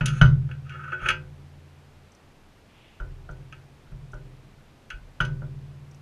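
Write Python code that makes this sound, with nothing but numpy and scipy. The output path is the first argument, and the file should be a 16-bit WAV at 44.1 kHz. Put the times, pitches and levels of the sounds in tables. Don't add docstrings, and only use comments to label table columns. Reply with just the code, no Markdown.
import sys
import numpy as np
from scipy import signal
from scipy.fft import rfft, irfft, next_fast_len
from scipy.io import wavfile

SR = 44100
rng = np.random.default_rng(int(sys.argv[2]) if len(sys.argv) > 2 else 0)


def pcm_store(signal):
    levels = np.round(np.clip(np.atleast_2d(signal), -1, 1) * 32767)
    wavfile.write(sys.argv[1], SR, levels.astype(np.int16).T)


N = 265305
TIME_S = np.arange(N) / SR
SHORT_S = TIME_S[:SR // 3]
CUTOFF_HZ = 15300

# mode in Hz, t60 in seconds, gain in dB for a knock, gain in dB for a rim touch.
BOWL_MODES = [(33.1, 1.5, -10.5, -61), (41, 0.28, 3, -65), (84.96, 3.4, -5.5, -50.5),
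              (126.36, 1.67, 3, -43), (142.25, 3.01, -1.5, -33), (150.5, 0.99, 1, -46),
              (200.8, 2.3, -22, -44), (226, 0.32, -18.5, -36.5), (301, 1.3, -32.5, -47),
              (365.4, 0.6, -28.5, -32), (391.6, 1.2, -29.5, -47.5), (513.6, 0.65, -30, -31),
              (605, 0.32, -23.5, -32.5), (878, 0.22, -26, -27.5), (972, 0.26, -24, -33),
              (1216, 0.14, -18.5, -40.5), (1279, 0.14, -18.5, -10), (1400, 0.13, -3.5, -9),
              (1440, 0.052, 2.5, -18.5), (1490, 0.17, -12, -5.5), (1489, 0.3, -13, -14.5),
              (1566, 0.22, -15.5, -12), (1732, 0.095, -19, -10.5), (1899, 0.17, -23, -21),
              (2220, 0.13, -22.5, -13.5), (2560, 0.12, -23.5, -9), (2814, .17, -29.5, -14.5),
              (2992, 0.14, -18.5, -25), (2967, .13, -22, -22.5), (3056, 0.019, -2.5, -11.5),
              (3155, 0.11, -31, -23.5), (3307, 0.1, -41.5, -14.5), (4960, 0.27, -43.5, -37.5),
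              (6200, .15, -35, -38.5), (6060, 0.13, -34.5, -38)]
# start in seconds, rocking in dB, boom in dB, boom tilt in dB/octave, ring in dB.
BLUNT_KNOCKS = [(0.008, -23.5, -24.5, 14, -24), (0.213, -9, -11, 3, -7.5), (1.018, -30, -40, -9, -44),
                (1.086, -46, -39.5, 2.5, -58), (3, -24, -45.5, -15.5, -35), (3.290, -31, -43, -1.5, -39),
                (3.872, -46, -77, -3, -59), (3.918, -32, -42.5, 6.5, -57), (4.133, -32, -46, 11, -38.5),
                (4.930, -31, -55, -11, -74), (5.2027, -23.5, -30, 8.5, -15), (5.418, -43, -61, 38.5, -42.5)]
# ring in dB, tilt in dB/octave.
RING_TILTS = [(-43, -12), (-22.5, 1)]
# start in seconds, level in dB, tilt in dB/octave.
RIM_CLICKS = [(0.009, -22.5, -6.5), (0.0578, -32, 11.5), (0.081, -30, 5.5), (0.489, -39.5, -11.5),
              (0.512, -35.5, -4.5), (0.694, -43, 2.5), (0.919, -28.5, -7.5), (1.059, -20.5, -5.5),
              (1.0859, -13, 1.5), (1.104, -21, 0.5), (3.524, -38, -0.5), (4.902, -30, 1), (5.206, -30, 3),
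              (5.249, -41.5, 6.5)]
# start in seconds, length in seconds, initial level in dB, swell in dB, ring low-pass in Hz,
# grit against ring in dB, judder depth in dB.
RIM_STROKES = [(0.071, 0.18, -40.5, -6.5, 3604, -11.5, 2.5), (0.692, 0.046, -45, 5.5, 7000, -41, 11),
               (0.741, 0.21, -45.5, 8, 1850, -33, 17), (1.006, 0.095, -35.5, 12.5, 3800, -27, 2.5)]
# start in seconds, level in dB.
DRY_TICKS = [(2.118, -54), (2.148, -56), (3.003, -59), (3.311, -57), (4.118, -55.5), (4.141, -56.5),
             (5.911, -53.5), (5.945, -55.5)]

# frequency in Hz, relative density in dB.
AIR_SPECTRUM = [(12, -24), (20, 9.5), (42, -7), (66, -1.5), (87, 1), (119, 0), (129, 1), (161, -2.5),
                (298, -6), (581, -10.5), (725, -11.5), (2210, -18.5), (2400, -18), (13500, -38),
                (15500, -55)]
KNOCK_SPECTRUM = [(150, -20.5), (300, -15.5), (600, -7.5), (750, -8), (1050, -9.5), (1400, 6.5),
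                  (1650, -14.5), (2000, -9), (2650, -26), (3000, -17.5), (3500, -18), (5400, -30.5),
                  (6200, -32), (7200, -40), (10500, -41.5), (13000, -70)]
RIM_SPECTRUM = [(250, -24.5), (1140, -22), (1290, 7.5), (1600, -1), (2100, -9), (2550, 3.5), (3250, -5),
                (3600, -21), (5400, -23.5), (6300, -18), (7000, -30.5), (8800, -36), (10200, -32.5),
                (14000, -58)]
SNAP_SPECTRUM = [(1500, -8), (3000, 11.5), (4000, 10.5), (4700, -8), (6100, 13), (7000, 3), (8500, -5.5),
                 (10200, 8), (11500, -19.5), (15000, -21.5)]
TICK_SPECTRUM = [(3500, -45), (5000, -12), (5900, -2), (7000, -15), (8500, -14), (11000, -30), (15000, -47)]
RUSTLE_SPECTRUM = [(1200, -13), (2100, 4.5), (2700, 9), (3300, 5.5), (4300, -7), (8000, -44)]


def from_db(db):
    return 10 ** (np.asarray(db) / 20)


def unit_rms(x):
    return x / np.sqrt(np.mean(x ** 2) + 1e-20)


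def decay(time_s, t60_s):
    return np.exp(-np.log(1000) * time_s / t60_s)


def add(out, start_s, sound):
    start = max(round(start_s * SR), 0)
    out[start:start + len(sound)] += sound[:N - start]


def tilt_gain(hz, tilt_db_oct, pivot_hz=1450, low_hz=520, high_hz=7000):
    return from_db(tilt_db_oct * np.log2(np.clip(hz, low_hz, high_hz) / pivot_hz))


def shaped(x, spectrum, tilt_db_oct=0):
    size = 2 * next_fast_len(len(x))
    hz = np.maximum(np.fft.rfftfreq(size, 1 / SR), 1)
    points_hz, points_db = np.transpose(spectrum)
    curve_db = np.interp(np.log(hz), np.log(points_hz), points_db)
    gain = unit_rms(from_db(curve_db)) * tilt_gain(hz, tilt_db_oct)
    cepstrum = irfft(np.log(gain))
    cepstrum[1:size // 2] *= 2
    cepstrum[size // 2 + 1:] = 0
    return irfft(rfft(x, size) * np.exp(rfft(cepstrum)))[:len(x)]


def burst(t60_s, rise_s=0.00078):
    return rng.standard_normal(len(SHORT_S)) * decay(SHORT_S, t60_s) * (1 - np.exp(-SHORT_S / rise_s))


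def air(level_db=-55):
    return from_db(level_db) * shaped(rng.standard_normal(N), AIR_SPECTRUM)


def bowl_modes(rise_s=0.0015, rise_cycles=0.54):
    time_s = TIME_S[:2 * SR]
    hz, t60_s = np.array(BOWL_MODES).T[:2, :, None]
    swell = 1 - np.exp(-(time_s / (rise_s + rise_cycles / hz)) ** 2)
    return swell * np.sin(2 * np.pi * hz * time_s) * decay(time_s, t60_s)


def grip_damping(time_s, start_s=0.22, length_s=0.33, loss_db_per_s=52):
    held_s = np.clip(time_s - start_s, 0, length_s)
    return from_db(-loss_db_per_s * (held_s - held_s[0]))


def knocks(modes, crack_db=-8, tail_db=-19):
    rock_below_hz, boom_below_hz, boom_pivot_hz = 60, 260, 130
    bounce_s, bounce_db, bounce_above_hz = 0.046, -14, 2400
    hz, _, mode_db, _ = np.transpose(BOWL_MODES)
    out = np.zeros(N)
    for start_s, rock_db, boom_db, boom_tilt_db_oct, ring_db in BLUNT_KNOCKS:
        tilt_db_oct = np.interp(ring_db, *np.transpose(RING_TILTS))
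        boom = from_db(boom_db + boom_tilt_db_oct * np.log2(hz / boom_pivot_hz))
        ring = from_db(ring_db) * tilt_gain(hz, tilt_db_oct)
        drive = np.select([hz < rock_below_hz, hz < boom_below_hz], [-from_db(rock_db), boom], ring)
        damping = grip_damping(start_s + TIME_S[:modes.shape[1]])
        add(out, start_s, (drive * from_db(mode_db)) @ modes * damping)
        bounce = ring * (hz > bounce_above_hz) * from_db(mode_db + bounce_db)
        add(out, start_s + bounce_s, bounce @ modes)
        blur = from_db(crack_db) * burst(t60_s=0.047) + from_db(tail_db) * burst(t60_s=0.28)
        add(out, start_s, from_db(ring_db) * shaped(blur, KNOCK_SPECTRUM, tilt_db_oct))
    return out


def wall_ring(t60_at_3khz_s=0.19, spread_db=13.5, count=260):
    hz = np.geomspace(1000, 14000, count) * (1 + 0.004 * rng.standard_normal(count))
    strengths = unit_rms(from_db(spread_db * rng.uniform(-1, 1, count)))
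    gains = strengths * np.sqrt(2 * hz / hz.sum())
    phases = 2 * np.pi * (hz[:, None] * SHORT_S + rng.random((count, 1)))
    t60_s = t60_at_3khz_s * (hz[:, None] / 3000) ** -0.25
    return gains @ (np.sin(phases) * decay(SHORT_S, t60_s))


def rim_ring(modes, wall, tilt_db_oct, crack_db, modes_db):
    hz, _, _, touch_db = np.transpose(BOWL_MODES)
    signs = rng.choice([-1, 1], len(hz))
    drive = from_db(touch_db + modes_db) * tilt_gain(hz, tilt_db_oct) * signs
    ring = drive @ modes[:, :SR]
    crack = from_db(crack_db) * burst(t60_s=0.035)
    add(ring, 0, shaped(crack + wall, RIM_SPECTRUM, tilt_db_oct))
    return ring


def clicks(modes, wall, snap_wall_db=-12, untilted_snap_db=-20, snap_db_per_tilt=2.6):
    out = np.zeros(N)
    for start_s, level_db, tilt_db_oct in RIM_CLICKS:
        snap = burst(t60_s=0.037) + from_db(snap_wall_db) * wall * decay(SHORT_S, t60_s=0.72)
        snap_db = level_db + untilted_snap_db + snap_db_per_tilt * tilt_db_oct
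        ring = rim_ring(modes, wall, tilt_db_oct, crack_db=0, modes_db=-2)
        add(out, start_s, from_db(level_db) * ring)
        add(out, start_s, from_db(snap_db) * shaped(snap, SNAP_SPECTRUM))
    return out


def stroke(start_s, length_s, swell_db, judder_db, catches_per_s=22.6, rise_share=0.11):
    attack_s, release_s = 0.022, 0.0076
    age_s = TIME_S - start_s
    contact = np.exp(np.minimum(age_s, 0) / attack_s - np.maximum(age_s - length_s, 0) / release_s)
    progress = np.clip(age_s / length_s, 0, 1)
    judder = np.interp((catches_per_s * age_s) % 1, [0, rise_share, 1], [-0.5, 0.5, -0.5])
    return contact * from_db(swell_db * progress + judder_db * judder)


def scrapes(modes, wall, slips_per_s=800, spread_db=3):
    signs = rng.choice([-1, 1], N)
    sizes = from_db(spread_db * np.clip(rng.standard_normal(N), -2, 2))
    slips = unit_rms(signs * sizes * (rng.random(N) < slips_per_s / SR))
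    ring = rim_ring(modes, wall, tilt_db_oct=-3, crack_db=2, modes_db=1)
    grit = shaped(burst(t60_s=0.054), SNAP_SPECTRUM)
    out = np.zeros(N)
    for start_s, length_s, level_db, swell_db, dull_hz, grit_db, judder_db in RIM_STROKES:
        force = from_db(level_db) * stroke(start_s, length_s, swell_db, judder_db) * slips
        grit_force = from_db(grit_db) * (TIME_S >= start_s) * force
        low_pass = signal.butter(2, dull_hz, fs=SR, output="sos")
        dull_ring = signal.sosfilt(low_pass, ring)
        for drive, response in ((force, dull_ring), (grit_force, grit)):
            out += signal.fftconvolve(drive, response / np.linalg.norm(response))[:N]
    return out


def ticks():
    out = np.zeros(N)
    for start_s, level_db in DRY_TICKS:
        add(out, start_s, from_db(level_db) * shaped(burst(t60_s=0.032), TICK_SPECTRUM))
    return out


def rustle(start_s=2.65, length_s=0.38, level_db=-61):
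    swell = np.sin(np.pi * np.clip((TIME_S - start_s) / length_s, 0, 1))
    return from_db(level_db) * swell * shaped(rng.standard_normal(N), RUSTLE_SPECTRUM)


def scene():
    modes = bowl_modes()
    wall = from_db(-13) * wall_ring()
    bowl = knocks(modes) + clicks(modes, wall) + scrapes(modes, wall)
    return (bowl + ticks() + air() + rustle())[None]


def record(dry):
    low_pass = signal.ellip(10, 0.1, 90, CUTOFF_HZ, fs=SR, output="sos")
    return signal.sosfilt(low_pass, np.clip(dry, -1, 1))


dry = scene()
out = record(dry)
pcm_store(out)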